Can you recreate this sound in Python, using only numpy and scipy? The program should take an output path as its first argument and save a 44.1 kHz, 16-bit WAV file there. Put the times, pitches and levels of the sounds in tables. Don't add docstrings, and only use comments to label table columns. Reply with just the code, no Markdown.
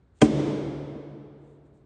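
import sys
import numpy as np
from scipy import signal
from scipy.fft import rfft, irfft
from scipy.io import wavfile

SR = 44100
rng = np.random.default_rng(int(sys.argv[2]) if len(sys.argv) > 2 else 0)


def ratio(d):
    e = np.asarray(d, float) / 20
    return 10 ** e


def store_wav(level_fs):
    pcm = np.round(np.clip(np.atleast_2d(level_fs), -1, 1) * 32767)
    wavfile.write(sys.argv[1], SR, pcm.T.astype(np.int16))


N = 81585
LAND_S = .2153
BOARD_DB = 2
GRAINS_PER_S, GRAIN_SPREAD_DB = 22000, 1.5
TOUCH_TOP_HZ = 6000
BUILD_S, EARLY_DB, EARLY_S = 0.16, 1, 0.0078
SPREAD_DB, RING_DB, RING_TOP_HZ = 12, -10.5, 380
TICK_S, TICK_DB = .1875, -42
AIR_DB = -61
BASS_CUT_HZ, EDGE_HZ = 12, 9900

# pitch_hz, peak_db, rise_s, t60_s
BOARD_MODES = [(68, -31, .038, .12), (143, -15, .015, .07), (225, -13, .017, .11), (334, -17, .011, .05),
               (305, -9.5, .022, .1), (436, -12, .012, .04), (602, -15, .008, .045), (762, -22, .009, .1),
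               (1014, -25, .011, .05), (1195, -31, .005, .05), (1535, -26, .006, .025),
               (1780, -29, .004, .035), (2397, -27, .006, .025), (3190, -23, .005, .022)]
# time_s, level_db
CRUNCH_EFFORT = [
    (.204, -72),
    (.2095, -44.5),
    (.2145, -38.5),
    (.2165, -20),
    (.223, -25),
    (.229, -35),
    (.25, -41),
    (.27, -53),
    (0.329, -87.5),
]
# pitch_hz, level_db
CRUNCH_COLOUR = [(400, -0.5), (1000, -1.5), (2600, -3), (4500, -12), (6200, -8.5), (7900, -6.5),
                 (9000, -9.5), (9900, -27.5)]
# delay_s, level_db
WALL_ECHOES = [(.066, -16), (0.111, -23), (.172, -18.5), (0.26, -20.5), (.73, -27.5)]
# delay_s, level_db over the swell, spread_s
WALL_SLAPS = [(0.033, 4, 0.0075), (.075, -1.5, 0.0033), (0.122, -0.5, 0.012), (0.176, 2, 0.0033),
              (0.269, 0.5, 0.023)]
# pitch_hz, t60_s
HALL_DECAY = [(60, 2.7), (160, 2.02), (420, 2.47), (1100, 2.48), (2900, 1.926), (5000, 1.63), (7000, 1.32),
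              (9500, 1.425)]
# pitch_hz, level_db per Hz
BLOW_COLOUR = [(45, -25.5), (120, -11), (320, 0.5), (560, -8), (1100, -23), (3600, -33), (6000, -35.5),
               (9200, -44), (9500, -69.5)]
# pitch_hz, width_hz, level_db
HALL_HUMPS = [(209, 22, 6), (328.7, 11, 6.5), (500, 110, -2), (850, 330, 1), (2170, 150, 4),
              (3400, 370, 5.5), (6500, 2000, 3)]
# pitch_hz, level_db, t60_s, rise_s
STANDING_WAVES = [(143.3, -26.5, 2.95, .1), (130.15, -40, 0.94, .1), (150, -31.5, 1.8, 0.088)]
# centre_s, level_db, rise_s, fall_s
CLOTH_RUSTLES = [
    (0.186, -73.5, 0.023, 0.019),
    (1.49, -82, 0.064, .06),
    (1.664, -85.5, 0.016, 0.018),
    (1.76, -83, 0.018, .035),
]
# pitch_hz, level_db
CLOTH_COLOUR = [(1500, -9), (3500, -3.5), (5000, -13), (7500, -2), (9200, -7), (9600, -28.5)]
# pitch_hz, level_db
AIR_COLOUR = [(20, -39.5), (59, 6), (244, -6), (1000, -23.5), (1500, -24.5), (2980, -38.5), (3900, -36),
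              (5200, -46), (9200, -48), (9700, -71)]


def read(points, hz):
    f, value = np.transpose(points)
    return np.interp(np.log(hz + 1), np.log(f + 1), value)


def evened(x):
    return x / np.sqrt(np.mean(x ** 2) + 1e-20)


def colour(x, tone):
    gain = ratio(read(tone, np.fft.rfftfreq(len(x), 1 / SR)))
    return irfft(rfft(x) * gain, len(x))


def low_pass(x, order, top_hz):
    return signal.lfilter(*signal.butter(order, top_hz, fs=SR), x)


def add(mix, s, sound):
    mix[round(s * SR):][:len(sound)] += sound


def grains(per_s, spread_db):
    hit = rng.random(N) < per_s / SR
    size_db = spread_db * np.minimum(rng.exponential(1, N), 4)
    return evened(hit * ratio(size_db) * rng.standard_normal(N))


def board():
    t = np.maximum(np.arange(N) / SR - LAND_S, 0)
    ring = np.zeros(N)
    for k, (hz, db, rise, t60) in enumerate(BOARD_MODES):
        direction = (-1) ** (k // 3)
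        swell = np.sin(np.pi / 2 * np.minimum(t / rise, 1)) ** 2
        decay = ratio(db - 60 * np.maximum(t - rise, 0) / t60)
        ring += direction * swell * decay * np.sin(2 * np.pi * hz * t)
    return ratio(BOARD_DB) * ring


def filling():
    t = np.arange(N) / SR
    s, db = np.transpose(CRUNCH_EFFORT)
    effort = ratio(np.interp(t, s, db, left=-140, right=-140))
    crunch = evened(colour(grains(GRAINS_PER_S, GRAIN_SPREAD_DB), CRUNCH_COLOUR))
    dull = low_pass(crunch, 4, TOUCH_TOP_HZ)
    pressed = np.clip((t - LAND_S) / .003 + 1, 0, 1)
    return effort * (dull + pressed * (crunch - dull))


def echoes(ring):
    low = low_pass(ring, 2, 500)
    return sum(ratio(db) * np.roll(low, round(s * SR)) for s, db in WALL_ECHOES)


def hall_tail():
    taps = np.zeros(N)
    at = np.arange(0, N - 20, 20)
    taps[at + rng.integers(0, 20, len(at))] = rng.choice([-1., 1.], len(at))
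    hz, t, bands = signal.stft(taps, SR, nperseg=512)
    bands = bands * ratio(-60 * t / read(HALL_DECAY, hz)[:, None])
    dying = signal.istft(bands, SR, nperseg=512)[1][:N]
    t = np.arange(N) / SR
    early = ratio(EARLY_DB) * (1 - np.exp(-(t / EARLY_S) ** 2))
    late = 1 - np.exp(-(t / BUILD_S) ** 2)
    bunch_db = sum(db * np.exp(-.5 * ((t - s) / w) ** 2) for s, db, w in WALL_SLAPS)
    tail = dying * (early + late) * ratio(bunch_db)
    return tail / np.linalg.norm(tail)


def blow():
    hz = np.fft.rfftfreq(4096, 1 / SR)
    humps_db = sum(db * np.exp(-.5 * ((hz - f) / w) ** 2) for f, w, db in HALL_HUMPS)
    log_gain = np.log(ratio(read(BLOW_COLOUR, hz) + humps_db))
    both_sides = np.concatenate([log_gain, log_gain[-2:0:-1]])
    pulse = np.fft.ifft(np.exp(np.conj(signal.hilbert(both_sides)))).real
    return pulse / np.linalg.norm(pulse)


def hall(ring):
    source = ratio(RING_DB) * low_pass(ring, 2, RING_TOP_HZ)
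    add(source, LAND_S + .009, ratio(SPREAD_DB) * blow())
    return signal.fftconvolve(source, hall_tail())[:N]


def hall_tones():
    t = np.maximum(np.arange(N) / SR - LAND_S, 0)
    tones = np.zeros(N)
    for hz, db, t60, rise in STANDING_WAVES:
        swell = 1 - np.exp(-(t / rise) ** 2)
        tones += ratio(db - 60 * t / t60) * swell * np.sin(2 * np.pi * hz * t)
    return tones


def rustles():
    t = np.arange(N) / SR
    level = np.zeros(N)
    for s, db, rise, fall in CLOTH_RUSTLES:
        level += ratio(db) * np.exp(-.5 * ((t - s) / np.where(t < s, rise, fall)) ** 2)
    return level * evened(colour(grains(12000, 2.0), CLOTH_COLOUR))


def tick():
    click = ratio(TICK_DB) * (np.arange(N) == round(TICK_S * SR))
    return colour(click, [(2000, -18.5), (4000, -2), (9000, -2), (9600, -30)])


def air():
    return ratio(AIR_DB) * evened(colour(rng.standard_normal(N), AIR_COLOUR))


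def scene():
    ring = board()
    hit = ring + filling()
    room = echoes(ring) + hall(ring) + hall_tones()
    background = rustles() + tick() + air()
    return (hit + room + background)[None]


def roll_off(x):
    return signal.sosfilt(signal.butter(12, 10260, fs=SR, output="sos"), x)


def record(dry):
    dry = signal.lfilter(*signal.butter(2, BASS_CUT_HZ, "high", fs=SR), dry)
    edge = signal.firwin(255, EDGE_HZ, window=("kaiser", 9), fs=SR)
    return roll_off(signal.oaconvolve(dry, edge[None], "same"))


dry = scene()
out = record(dry)
store_wav(out)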